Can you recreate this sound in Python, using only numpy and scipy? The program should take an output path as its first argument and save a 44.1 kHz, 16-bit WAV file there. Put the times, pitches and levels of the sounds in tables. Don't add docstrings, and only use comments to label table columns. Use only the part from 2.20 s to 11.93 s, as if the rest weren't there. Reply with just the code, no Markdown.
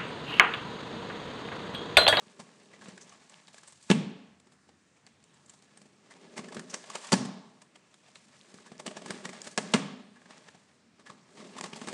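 import sys
import numpy as np
from scipy import signal
from scipy.io import wavfile

SR = 44100
rng = np.random.default_rng(int(sys.argv[2]) if len(sys.argv) > 2 else 0)


def how_loud(loudness_db):
    steps = np.asarray(loudness_db, float) / 20
    return 10 ** steps


def to_wav(sig):
    pcm = np.clip(np.atleast_2d(sig), -1, 1) * 32767
    pcm = np.round(pcm).astype(np.int16)
    wavfile.write(sys.argv[1], SR, pcm.T)


N = 429093


def rms_one(x):
    return x / np.sqrt(np.mean(x ** 2) + 1e-20)


def in_time(rows):
    time_s, *columns = np.transpose(rows)
    return [np.interp(np.arange(N) / SR, time_s, column) for column in columns]


def at_hz(points, hz, column=1):
    points = np.array(points)
    return np.interp(np.log(hz), np.log(points[:, 0]), points[:, column])


def band(x, low_hz, high_hz, order=2):
    return signal.sosfilt(signal.butter(order, [low_hz, high_hz], "band", fs=SR, output="sos"), x)


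def resonate(x, peaks):
    out = 0
    for k, (hz, width_hz, level_db) in enumerate(peaks):
        r = np.exp(-np.pi * width_hz / SR)
        b = np.array([1, 0, -1]) * (1 - r * r) / 2
        a = [1, -2 * r * np.cos(2 * np.pi * hz / SR), r * r]
        out = out + (-1) ** k * how_loud(level_db) * signal.lfilter(b, a, x)
    return out


def crackle(shape, spread_db):
    size_db = spread_db * np.minimum(rng.exponential(1, shape), 5)
    return rms_one(rng.standard_normal(shape) * how_loud(size_db))


def drift(rate_hz):
    r = np.exp(-2 * np.pi * rate_hz / SR)
    return rms_one(signal.lfilter([1], [1, -2 * r, r * r], rng.standard_normal(N + SR))[SR:])


def background():
    # hz, density_db (per Hz)
    hiss_spectrum = [(25, -4), (84, -6.5), (176, 8.5), (306, -1.5), (600, -8.5), (1500, -8.5), (4000, -16),
                     (8000, -15.5), (11000, -20.5), (16000, -29.5)]
    # start_s, level_db
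    rumble_curve = [(0, -88), (2.0, -77), (2.3, -74), (3.2, -71), (3.6, -89.5), (8.4, -77.5), (8.7, -76.5),
                    (9.0, -84)]
    edges_hz = 22 * 2 ** np.arange(0, 9.6, .5)
    white = rng.standard_normal((2, N))
    hiss = 0
    for k, (low_hz, high_hz) in enumerate(zip(edges_hz, edges_hz[1:])):
        gain_db = at_hz(hiss_spectrum, np.sqrt(low_hz * high_hz)) + 2.0 * drift(3.2)
        hiss = hiss + how_loud(gain_db) * band(white[k % 2], low_hz, high_hz)
    rumble = rms_one(resonate(rng.standard_normal(N), [(85, 6.4, 0)]))
    return how_loud(-64.5) * rms_one(hiss) + how_loud(in_time(rumble_curve)[0]) * rumble


def room(x):
    # hz, t60_s, tail_db
    decay = [(90, 0.13, -13.5), (205, 0.6, -2.5), (253, 0.74, -5), (320, 0.67, -12), (800, 0.9, -9.5),
             (1500, 0.78, -11), (4000, 0.8, -12), (9000, 0.27, -9.5)]
    edges_hz = 70 * 2 ** np.arange(0, 7.5, 1 / 3)
    white = rng.standard_normal((2, N))
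    build_s = 0.0033
    build = np.exp(-1 / (build_s * SR))
    out = 0
    for k, (low_hz, high_hz) in enumerate(zip(edges_hz, edges_hz[1:])):
        hz = np.sqrt(low_hz * high_hz)
        t60_s, tail_db = at_hz(decay, hz, column=1), at_hz(decay, hz, column=2)
        keep = how_loud(-120 / (t60_s * SR))
        poles = np.convolve([1, -keep], [1, -build])
        stored = signal.lfilter([(1 - keep) * (1 - build)], poles, band(x, low_hz, high_hz) ** 2)
        out = out + how_loud(tail_db) * np.sqrt(np.abs(stored)) * rms_one(band(white[k % 2], low_hz, high_hz))
    return out


def box_air(x):
    # hz, width_hz, level_db
    cavity = [(414, 70, -4), (294, 86, -5.5), (616, 42, -3), (584, 8.1, -14.5), (1111, 80, -6.5),
              (1000, 35, -2.5), (1690, 38, -6), (1420, 330, -10.5)]
    return x + resonate(x, cavity)


def box_body(push):
    # hz, level_db, t60_s
    modes = [(210.7, 3, 0.045), (452, -4.5, 0.019), (198, -11.5, 0.073), (530, -1, 0.012), (236, -6, 0.067)]
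    return resonate(push, [(hz, 2.2 / t60_s, level_db) for hz, level_db, t60_s in modes])


def board_colour(liner, fibre):
    # hz, width_hz, level_db
    liner_peaks = [(900, 346, 3.5), (1100, 230, -12), (1700, 59, -3), (2250, 190, -21), (2740, 670, -31.5)]
    # hz, width_hz, level_db
    fibre_peaks = [(4600, 140, 6.5), (6260, 890, -20), (7490, 720, 2), (9200, 1600, 3.5)]
    liner = 0.5 * resonate(liner, liner_peaks) + band(liner, 600, 2800, order=1)
    fibre = 0.15 * resonate(fibre, fibre_peaks) + band(fibre, 3200, 22000, order=1)
    return liner, fibre


def ticks(per_s):
    parting = rng.random(N) < per_s * how_loud(5 * drift(20)) / SR
    clicks = crackle(N, spread_db=4.5) * parting + 1e-18
    dealt = rng.integers(0, 12, N)
    out = 0
    for k, hz in enumerate(np.geomspace(600, 5500, 12)):
        out = out + resonate(clicks * (dealt == k), [(hz, hz / 4.0, 0)])
    return rms_one(out)


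def pull():
    # start_s, pull_db, weight_db
    bouts = [
        [(0.0, -58.5, -10), (0.2, -55.5, -7.5), (0.5, -57.5, -7), (0.69, -52, -5.5), (0.95, -58, -9),
         (1.17, -58.5, -21), (1.27, -63, -23), (1.68, -59.5, -30)],
        [(2.1, -72, 0.5), (2.35, -84.5, 2), (2.84, -73, -6.5), (3.3, -62, -12.5), (3.78, -64, -6.5),
         (4.1, -55.5, -1.5), (4.4, -52, 0), (4.65, -51.5, -10), (4.92, -44, -21)],
        [(5.2, -62.5, -4), (5.5, -70, -5.5), (6.0, -62, -18), (6.36, -53, -9.5), (6.7, -64, 0),
         (6.92, -46, -4.5), (7.35, -54.5, -7), (7.5, -44, -8)],
        [(7.9, -68, -4), (8.15, -55, -8), (8.45, -63, -11), (8.76, -80, -1), (8.88, -62, -2), (9.06, -65, -7),
         (9.2, -48, -3), (9.34, -54, -4), (9.73, -43.5, -6)],
    ]
    fray_db, fray_before_s, fray_after_s = -15.5, 0.0084, 0.02
    pull_db, weight_db = in_time(np.vstack(bouts))
    marks = np.zeros(N)
    for start_s, crackle_db, *_ in tears():
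        marks[round(start_s * SR)] = how_loud(2 * (crackle_db + fray_db))
    after = signal.lfilter([1], [1, -np.exp(-2 / (fray_after_s * SR))], marks)
    before = signal.lfilter([1], [1, -np.exp(-2 / (fray_before_s * SR))], marks[::-1])[::-1]
    return 10 * np.log10(how_loud(2 * pull_db) + after + before), weight_db


def straining():
    # hz, width_hz, level_db
    flex_modes = [(168.2, 32.3, 0.5), (192, 70, 1.5), (260.6, 73.6, 0.5), (379, 120, -6), (600, 100, -15.5)]
    rustle_db, weight_db = pull()
    bright_db = -4 - 0.44 * weight_db
    grains = crackle(N, spread_db=2.5) * how_loud(2.0 * drift(90))
    loose = crackle(N, spread_db=2.5) * how_loud(3.0 * drift(60))
    liner, fibre = board_colour(grains * how_loud(2.7 * drift(8.7)), loose)
    panel = rms_one(resonate(grains, flex_modes))
    rustle = rms_one(liner) + how_loud(bright_db) * rms_one(fibre) + how_loud(-10.0) * ticks(per_s=230)
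    return how_loud(rustle_db - 5.0) * rustle + how_loud(rustle_db + weight_db + 2.5) * panel


def lasting(table, t60_s):
    lengths_s = np.broadcast_to(t60_s, len(table))
    return [(*row[:4], length_s, row[4]) for row, length_s in zip(table, lengths_s)]


def bursts(table, rise, spread_db, ring_db):
    lead = round(0.012 * SR)
    t = (np.arange(round(0.08 * SR)) - lead) / SR
    after = np.maximum(t, 0)
    force = np.full((3, N + len(t)), 1e-18)
    snaps = crackle((len(table), len(t)), spread_db)
    for (start_s, crackle_db, thump_db, bright_db, t60_s, ring_hz), run in zip(table, snaps):
        shape = (1 - np.exp(-after / (rise * t60_s))) * how_loud(-60 * after / t60_s)
        push = shape / np.sqrt(t60_s * 30) * (1 + 0.5 * np.tanh(run * shape))
        shape = shape + how_loud(-16) * np.exp(-np.abs(t) / (0.047 * t60_s))
        run = run * shape
        run = run / np.sqrt(np.sum(run ** 2) / np.sum(shape ** 2))
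        rung = 0.88 * run + resonate(run, [(ring_hz, ring_hz / 6.7, ring_db)])
        liner, fibre = (run, rung) if ring_hz <= 4000 else (rung, run)
        liner, fibre = fibre, liner
        at = round(start_s * SR)
        gains = how_loud([[crackle_db], [crackle_db + bright_db], [thump_db]])
        force[:, at:at + len(t)] += gains * [liner, fibre, push]
    return force[:, lead:N + lead]


def tearing(table, rise, spread_db, ring_db, liner_db, fibre_db, panel_db, shake_db):
    liner, fibre, push = bursts(table, rise, spread_db, ring_db)
    liner, fibre = board_colour(liner, fibre)
    panel = box_body(band(push, 118, 3000, order=1)) + how_loud(shake_db) * push
    return how_loud(liner_db) * liner + how_loud(fibre_db) * fibre + how_loud(panel_db) * panel


def blows():
    # start_s, crackle_db, thump_db, bright_db, ring_hz
    snaps = [(1.692, -41, -38, -5, 900), (1.7006, -15, -6, -7.5, 1500), (1.706, -25, -4.5, -25, 900),
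             (1.712, -12.5, -7.5, -8.5, 3000), (1.717, -26, -35, -20, 2780), (4.9201, -13, -22, -2, 1080),
             (4.9273, -15.5, -13, 4.5, 4430), (4.933, -18, -4, -11.5, 800),
             (4.9374, -17.5, -23, -6.5, 4500), (7.3799, -16.5, -27, -12.5, 440),
             (7.535, -43, -45, -4, 1000), (7.5368, -9, -31.5, -12, 5600), (7.541, -13, -14, -35.5, 1500),
             (7.5456, -17, -9, -30, 900), (7.550, -38.5, -14, -12, 700), (7.5536, -26.5, -14.5, -9, 2370)]
    # start_s, crackle_db, thump_db, bright_db, ring_hz
    clicks = [
        (2.8655, -46.5, -73, 7, 4540),
        (7.2172, -47, -70, 19.5, 7250),
        (7.3768, -12.5, -31, -0.5, 1100),
        (3.028, -63, -75, 9, 4700),
        (3.04, -61, -75, 14, 7200),
        (9.4105, -25, -43, 2.5, 2360),
        (9.7278, -30.5, -35, -2, 2980),
    ]
    length_s = 0.025 * how_loud(0.67 * (-14 - np.array(snaps)[:, 1]))
    return lasting(snaps, length_s) + lasting(clicks, 0.0085)


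def tears():
    # start_s, crackle_db, thump_db, bright_db, ring_hz
    rips = [(0.022, -51.5, -38.5, -9, 1130), (0.195, -36.5, -28, -6.5, 1100),
            (0.529, -46.5, -59, -19, 2000), (0.61, -42.5, -38, -10, 1660), (0.811, -55.5, -58, 9.5, 6100),
            (0.92, -48, -74, -8, 1190), (1.472, -49, -68, 2.5, 8450), (2.319, -57.5, -70, 0.5, 736),
            (2.762, -58.5, -75, -4, 2440), (3.906, -42.5, -58.5, -7, 1890), (4.167, -35, -48, -6, 886),
            (4.496, -47, -57, 5.5, 5840), (4.822, -54, -63, 7.5, 3800), (4.84, -38.5, -58, -2, 1210),
            (6.461, -44.5, -49, -5, 1690), (6.949, -43, -47, -6, 630), (7.127, -36, -53, -11, 640),
            (7.241, -48.5, -52, 8, 1690), (7.31, -54, -64, 11, 1740), (7.957, -49.5, -63, -26, 1680),
            (8.793, -49, -48, -8, 1180), (8.861, -40.5, -50, -9, 1730), (9.2, -42, -50, -14, 1170),
            (9.558, -39, -48, 1, 820)]
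    # start_s, crackle_db, thump_db, bright_db, ring_hz
    tugs = [(0.068, -59, -44, -11, 921), (0.683, -49.5, -33, 6, 895), (3.615, -53, -45, 4.5, 608),
            (3.962, -49.5, -62, -10, 910), (4.241, -36, -44, -23, 610), (4.257, -45, -43, -9, 624),
            (4.321, -33.5, -54, -11, 600), (5.05, -33, -28, -5, 795), (6.517, -39.5, -32.5, -25, 600),
            (6.596, -30.5, -40, -7.5, 580), (6.662, -26.5, -42, -2, 600), (6.708, -34, -51, -17, 600),
            (6.768, -29.5, -36, -10, 640), (7.269, -30.5, -38, -3.5, 600), (9.365, -37.5, -40.5, -7.5, 907),
            (9.672, -31.5, -32, -5, 900), (9.684, -27, -37, -6.5, 925), (3.335, -54, -65, 4, 900),
            (3.655, -51, -45, -5, 600), (4.05, -50, -51, -18, 450), (8.345, -46, -46, -16, 695),
            (9.175, -40, -43, -18, 600), (9.457, -33, -45, -6, 1000)]
    # start_s, crackle_db, thump_db, bright_db, ring_hz
    short_tears = [(0.657, -38, -44, -31, 1180), (3.141, -60, -57, 2.5, 7440),
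                   (3.573, -45.5, -52, -2, 8440), (4.178, -29.5, -56, -2, 2110),
                   (4.19, -30.5, -34, -22, 1070), (4.284, -39, -55, -6, 1730),
                   (4.345, -37.5, -50, 2.5, 1190), (4.367, -29, -29.5, -17, 1710),
                   (4.393, -33.5, -60, -1, 1790), (4.868, -46, -58, 3, 7600), (6.341, -50, -41.5, 5, 1730),
                   (6.677, -28.5, -54, -19, 2850), (6.859, -31.5, -43, -5, 1110),
                   (6.905, -23.5, -32, -4, 1760), (7.052, -24.5, -48, -6.5, 1950),
                   (7.091, -33, -39, -5.5, 1970), (8.016, -47, -59, -19, 1690),
                   (8.057, -43.5, -51, -22, 1700), (8.175, -47, -58, -13, 1870),
                   (8.899, -34.5, -40, -16, 1186), (9.383, -28.5, -51, -6, 1140),
                   (9.439, -24.5, -45, -6, 1090), (9.531, -30, -36.5, -13, 2940),
                   (9.615, -30.5, -40, -14, 1070)]
    # start_s, crackle_db, bright_db, ring_hz
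    surface_picks = [(0.777, -36.5, -7, 1620), (0.893, -57, 9, 6170), (1.095, -53.5, 6.5, 7900),
                     (1.28, -40.5, -10, 3840), (1.343, -39.5, -7.5, 7390), (1.38, -45.5, 4, 1800),
                     (1.432, -44, -2.5, 1530), (1.523, -48, 2, 8500), (1.626, -66.5, 18.5, 8150),
                     (2.199, -60.5, 9, 1090), (2.27, -51, -7, 842), (2.489, -48, -23, 826),
                     (2.87, -43.5, -27, 1840), (3.26, -61, 7, 7420), (3.295, -49, 6, 7300),
                     (3.422, -57, 7.5, 1560), (4.541, -22, -3.5, 5570), (4.64, -35, -15, 625),
                     (4.7, -32.5, 1, 1130), (4.753, -21, -7, 1210), (4.789, -41.5, -16, 654),
                     (5.418, -41.5, -2.5, 1050), (5.557, -40, -7.5, 3070), (5.741, -46, -2.5, 3770),
                     (5.884, -47, -10, 703), (5.956, -36, -34, 4000), (6.818, -36.5, -7, 664),
                     (6.883, -36, -4, 1700), (8.107, -37, -17, 1440), (8.285, -36.5, -16, 1860)]
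    thump_db = -69
    picks = [(start_s, crackle_db, thump_db, bright_db, ring_hz)
             for start_s, crackle_db, bright_db, ring_hz in surface_picks]
    return lasting(rips, 0.088) + lasting(tugs, 0.046) + lasting(short_tears, 0.032) + lasting(picks, 0.025)


def scene():
    box = tearing(tears(), rise=0.048, spread_db=5.0, ring_db=6.5,
                  liner_db=3.5, fibre_db=5.5, panel_db=18, shake_db=-45)
    box = box + tearing(blows(), rise=0.054, spread_db=-0.5, ring_db=2.0,
                        liner_db=8.5, fibre_db=4, panel_db=14.5, shake_db=-28)
    box = box + room(box) + straining()
    return (box_air(box) + background())[None]


def roll_off(x):
    return signal.sosfilt(signal.butter(12, 12800, fs=SR, output="sos"), x)


def record(dry):
    rounded = 0.73 * np.tanh(dry / 0.88)
    heard = signal.sosfilt(signal.butter(3, 102, "high", fs=SR, output="sos"), rounded)
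    heard = signal.sosfilt(signal.butter(9, 9170, fs=SR, output="sos"), heard)
    return roll_off(heard)


dry = scene()
out = record(dry)
to_wav(out)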